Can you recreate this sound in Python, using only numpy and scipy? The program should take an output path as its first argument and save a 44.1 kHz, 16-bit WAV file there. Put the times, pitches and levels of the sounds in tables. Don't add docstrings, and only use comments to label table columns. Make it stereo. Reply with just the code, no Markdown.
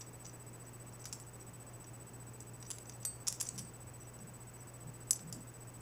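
import sys
import numpy as np
from scipy import signal
from scipy.fft import rfft, irfft
from scipy.io import wavfile
from scipy.ndimage import uniform_filter1d

SR = 44100
rng = np.random.default_rng(int(sys.argv[2]) if len(sys.argv) > 2 else 0)


def persist_wave(psi):
    counts = np.round(np.clip(psi, -1, 1) * 32767).astype(np.int16)
    wavfile.write(sys.argv[1], SR, np.atleast_2d(counts).T)


N = 256220

# t/s, level/dB, f/Hz of the spot struck, dull knock/dB, treble/dB, t60/s
HANDLE_BLOWS = [(1.055, -41.5, 5730, 2.5, 5, 0.038), (1.1272, -38, 7460, -4.5, 1, .036),
                (1.132, -44.5, 10450, -2.5, -2, .025), (1.2, -51, 7200, -2, 7, .024),
                (2.405, -47.5, 7400, -14, 2, .018), (2.627, -48.5, 5730, 8, 1, 0.025),
                (2.7847, -46.5, 10600, 1, 3, .016), (2.8957, -45, 6130, -3, -1.5, 0.025),
                (3.0511, -35, 8300, 0, 4, .03), (3.2847, -30.5, 7500, -7, 4, .016),
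                (3.3259, -38, 9000, -7.5, 1, 0.011), (3.4268, -39.5, 9600, -6, 13, .018),
                (3.453, -48, 5990, -11, -1, .018), (3.4683, -43.5, 6100, -5, -4, .04),
                (3.4888, -36.5, 7900, -8.5, -6, .012), (5.193, -53, 4200, 2, -3, .02),
                (5.3265, -40, 7300, -6.5, 3, 0.029)]
def clacking():
    out = np.zeros(N)
    for s, *blow in HANDLE_BLOWS:
        add(out, s, clack(*blow))
    return out


# t/s, last level/dB, gap/s, growth per contact/dB, f/Hz, dull knock/dB, treble/dB, t60/s
PIVOT_RATTLES = [(2.704, -38.5, .0053, 0, 7400, -0.5, 5, 0.016),
                 (3.2698, -28, .0061, 4.5, 5600, -5.5, -1, .015),
                 (3.401, -30.5, .0053, 4.5, 7460, -6, 4.5, 0.024),
                 (3.579, -42, .0064, 0.5, 5860, -1, 5, 0.042)]
def rattling(contacts=3, dulling=.8):
    out = np.zeros(N)
    for s, db, gap, growth_db, spot_hz, knock_db, treble_db, t60 in PIVOT_RATTLES:
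        for k in range(contacts):
            weaker_db = growth_db * (contacts - 1 - k)
            contact = clack(db - weaker_db, spot_hz, knock_db, treble_db - dulling * weaker_db, t60)
            add(out, s + k * gap, contact)
    return out


# f/Hz, level/dB, t60/s
HANDLE_MODES = [(4565, -23, .48), (4850, -13, .035), (5930, -8, .045), (7330, -12, .035), (8188, 0, .2),
                (10400, -5, .02), (11850, -5, .048)]
# t/s, level/dB, pitch factor as the grip loads it, t60 factor, treble/dB
RINGING_BLOWS = [(3.0503, -30, 1, 1, 0), (3.2817, -46, 1.008, 1.1, -4), (3.4685, -46, 1.005, .5, -10),
                 (3.4893, -28, .982, .09, -14), (3.5918, -50, 1.003, 1, -10), (3.649, -49, 1.032, .6, -20)]
def swinging(flutter_depth=.12, flutter_hz=35):
    out = np.zeros(N)
    for s, *blow in RINGING_BLOWS:
        add(out, s, ring(HANDLE_MODES, *blow))
    return out * (1 + flutter_depth * drift(flutter_hz))


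# f/Hz, level/dB, t60/s
SHUT_MODES = [(1780, -26, .03), (4320, -24, .03), (4680, -17, .03), (6105, -2, .03), (6860, -1, .02),
              (7400, -5, .018), (7962, 0, .048), (10600, 1, .025), (11745, -14, .075)]
SLAP_TIMES = [5.1083, 5.1312, 5.1597]
def shutting():
    out = np.zeros(N)
    for bounce, s in enumerate(SLAP_TIMES):
        loss_db, treble_db, knock_db = 12.5 * bounce, -9 * bounce, -13.5 + 4 * bounce
        add(out, s, clack(-25 - loss_db, spot_hz=7260, knock_db=knock_db, treble_db=treble_db, t60=.014))
        add(out, s, ring(SHUT_MODES, -21.5 - loss_db, pitch=1, hold=1.3 ** bounce, treble_db=treble_db))
    return out


# t/s, level/dB before cushioning
PIN_TOUCHES = [(.0085, -46), (.0145, -47), (.247, -53), (.253, -47.5), (.2642, -48), (.295, -52.5),
               (.65, -61), (.924, -59), (.994, -59), (1.017, -57), (1.041, -49), (1.068, -50),
               (1.2355, -60), (1.411, -55), (1.8425, -53), (2.651, -55), (2.6635, -52), (2.855, -56),
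               (2.921, -54), (3.029, -52), (3.463, -46), (3.558, -54), (4.188, -57)]
def fingering(pin_hz=5880, scatter_hz=90, rise_s=.00059):
    out = np.zeros(N)
    for s, db in PIN_TOUCHES:
        touch = clack(db, pin_hz + scatter_hz * rng.standard_normal(), knock_db=-1, treble_db=-10, t60=.03)
        cushion = 1 - np.exp(-np.arange(len(touch)) / (rise_s * SR))
        add(out, s, touch * cushion)
    return out


# f/Hz, relative level/dB
STEEL_SPECTRUM = [(200, -51), (900, -8), (1800, -10), (3600, -6), (4200, -10.5), (4700, 0), (6000, 0),
                  (7600, 1.5), (9200, -7), (10400, -2.5), (12500, -18.5), (16000, -23)]
def clack(db, spot_hz, knock_db, treble_db, t60, snap=4, lumps_db=1.2, lumps_hz=400, size=4096):
    t, hz = np.arange(size) / SR, np.fft.rfftfreq(size, 1 / SR)
    buzz = rng.standard_normal(size) * amp(-60 * t / t60)
    buzz[0] += snap
    spot_db = np.interp(db, [-56, -36], [17, 7])
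    width_hz = np.interp(db, [-56, -36], [110, 220])
    colour_db = read(STEEL_SPECTRUM, hz) + spot_db / (1 + ((hz - spot_hz) / width_hz) ** 2)
    colour_db += read([(3800, knock_db), (5800, 0), (7800, 0), (9500, treble_db)], hz)
    lumps = rng.standard_normal(size // 16)
    colour_db += lumps_db * np.interp(hz / lumps_hz, np.arange(len(lumps)), lumps)
    sound = signal.fftconvolve(buzz, causal(colour_db))[:size]
    attack = sound[t < .004]
    return amp(db) * sound / np.std(attack)


def ring(modes, db, pitch, hold, treble_db, rise_s=.0002):
    t = np.arange(SR // 2) / SR
    hz, mode_db, t60 = np.transpose(modes)[:, :, None]
    start_db = db + mode_db + read([(8500, 0), (10500, treble_db)], hz)
    partials = amp(start_db - 60 * t / (t60 * hold)) * np.sin(2 * np.pi * hz * pitch * t)
    return partials.sum(0) * (1 - np.exp(-t / rise_s))


# peak t/s, level/dB, f/Hz, length/s
PIVOT_SQUEAKS = [(4.03, -63, 5890, 0.051), (4.595, -68, 5900, 0.045), (5.2, -62, 5900, .012)]
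def squeaking():
    return rubs(PIVOT_SQUEAKS, spread=.0078)


# peak t/s, level/dB, f/Hz, length/s
ARM_BUMPS = [(3.595, -50.5, 155, .09), (3.68, -58, 170, .1), (3.86, -59, 80, .16), (4.25, -54.5, 165, .11),
             (4.87, -53, 145, .08), (5.27, -51.5, 145, .11), (5.38, -53, 220, .11)]
def arm_moving():
    return rubs(ARM_BUMPS, spread=.28)


# f/Hz, t60/s
ROOM_DECAY = [(500, 0.28), (4000, 0.31), (7000, 0.28), (11000, 0.2), (16000, 0.15)]
# t/s, level/dB against the direct sound
ROOM_SHARE = [(0, -12), (2.7, -12), (3.05, -13), (3.28, -11.5), (3.6, -11.5), (5.1, -17.5), (5.33, -10)]
def room(close, first_s=.0052, side_db=-18, echoes_per_s=4000):
    send = amp(np.interp(np.arange(N) / SR, *np.transpose(ROOM_SHARE)))
    size = SR // 2
    taps = rng.standard_normal((2, size)) * (rng.random(size) < echoes_per_s / SR)
    taps *= np.arange(size) > first_s * SR
    hz, t, spectra = signal.stft(taps, SR, nperseg=256)
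    decay = amp(-60 * t / read(ROOM_DECAY, hz)[:, None])
    tail = signal.istft(spectra * decay, SR, nperseg=256)[1]
    mid, side = signal.fftconvolve((send * close)[None], tail / np.linalg.norm(tail[0]), axes=1)[:, :N]
    return np.array([mid + amp(side_db) * side, mid - amp(side_db) * side])


# f/Hz, level/dB, waver/Hz
READOUT_TONES = [(4920, -81, 8.5), (8001, -56, -0.5), (9860, -79, 37.5), (10540, -77.5, 31),
                 (11060, -76.5, 12.5), (11500, -82, 26), (11900, -79, 27.5), (12400, -77.5, 27),
                 (12505, -83, 26), (12800, -77, 11), (13300, -84, 37)]
# f/Hz, relative level/dB
READOUT_FIZZ = [(3000, -5.5), (6000, 0.5), (8800, -5), (10000, 3), (12800, -2), (14200, 6), (15500, -17)]
def camera_whine(pictures_per_s=14.9797, readout_s=.0318, lead_s=.0023, whistle_hz=15235,
                 fizz_db=-69, idle_db=-26, whistle_db=-69):
    t = np.arange(N) / SR
    reading = (t + lead_s) % (1 / pictures_per_s) < readout_s
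    gate = np.maximum(uniform_filter1d(1. * reading, size=20), amp(idle_db))
    flutter = np.sin(2 * np.pi * 2 * pictures_per_s * t) + .5 * drift(60)
    whistle = np.sin(2 * np.pi * whistle_hz * t + flutter)
    leak = tones(READOUT_TONES) + amp(fizz_db) * stereo_noise(READOUT_FIZZ)
    return gate * leak + amp(whistle_db) * whistle


# f/Hz, level/dB, waver/Hz
HUM_TONES = [(60.4, -67.5, 0.41), (120.3, -55.5, 0.5), (968, -78.5, 1.7), (1154, -80.5, 2.01),
             (2650, -83.5, 15.6)]
def hum():
    return tones(HUM_TONES)


# f/Hz, relative level/dB
FLOOR_SPECTRUM = [(15, -11), (30, -7.5), (55, -9), (110, 0.5), (200, -3.5), (400, -5.5), (650, -9.5),
                  (1050, -12.5), (1500, -16.5), (2700, -22.5), (4000, -31.5), (5800, -24.5), (9000, -27),
                  (15500, -37)]
def room_tone(db=-56):
    return amp(db) * stereo_noise(FLOOR_SPECTRUM)


# f/Hz, left-right correlation
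PAIR_LIKENESS = [(60, 1), (250, .97), (1000, 0.9), (3500, 0.86), (6000, 0.8), (9000, 0.38), (14000, .55)]
def stereo_noise(spectrum):
    hz = np.fft.rfftfreq(N, 1 / SR)
    mid, side = rfft(rng.standard_normal((2, N))) * amp(read(spectrum, hz))
    likeness = read(PAIR_LIKENESS, hz)
    mid, side = mid * np.sqrt(1 + likeness), side * np.sqrt(1 - likeness)
    return unit(irfft(np.array([mid + side, mid - side]), N))


def tones(table):
    out = np.zeros(N)
    for hz, db, waver_hz in table:
        pitch_hz = hz + waver_hz * drift(3 + 2 * waver_hz)
        out += amp(db) * np.sqrt(2) * np.sin(2 * np.pi * np.cumsum(pitch_hz) / SR)
    return out


def rubs(table, spread):
    out, hz = np.zeros(N), np.fft.rfftfreq(SR, 1 / SR)
    for s, db, centre_hz, length in table:
        band = np.exp(-(np.log((hz + 1) / centre_hz) / spread) ** 2 / 2)
        noise = irfft(rfft(rng.standard_normal(SR)) * band)
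        swell = np.hanning(int(2 * length * SR))
        add(out, s - length, amp(db) * unit(noise[:len(swell)]) * swell)
    return out


def drift(rate_hz):
    hz = np.fft.rfftfreq(N, 1 / SR)
    return unit(irfft(rfft(rng.standard_normal(N)) * np.exp(-(hz / rate_hz) ** 2), N))


def causal(gain_db, taps=1024):
    log_gain = np.log(amp(np.r_[gain_db, gain_db[-2:0:-1]]))
    return np.fft.ifft(np.exp(np.conj(signal.hilbert(log_gain)))).real[:taps]


def amp(db):
    return 10 ** (np.asarray(db) / 20)


def unit(x):
    return x / np.sqrt(np.mean(x ** 2) + 1e-20)


def read(points, hz):
    f, value = np.transpose(points)
    return np.interp(np.log(hz + 1), np.log(f), value)


def add(mix, s, sound):
    part = mix[max(round(s * SR), 0):][:len(sound)]
    part += sound[:len(part)]


def scene():
    close = fingering() + clacking() + rattling() + swinging() + shutting() + squeaking() + arm_moving()
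    background = hum() + camera_whine() + room_tone()
    return close + room(close) + background


def record(dry, lag_s=1e-5, edge_hz=15950):
    lag = np.exp(-2j * np.pi * np.fft.rfftfreq(N, 1 / SR) * lag_s)
    pair = np.array([dry[0], irfft(rfft(dry[1]) * lag, N)])
    lowpass = signal.firwin(255, edge_hz, window=("kaiser", 9), fs=SR)
    return signal.oaconvolve(pair, lowpass[None], "same")


dry = scene()
out = record(dry)
persist_wave(out)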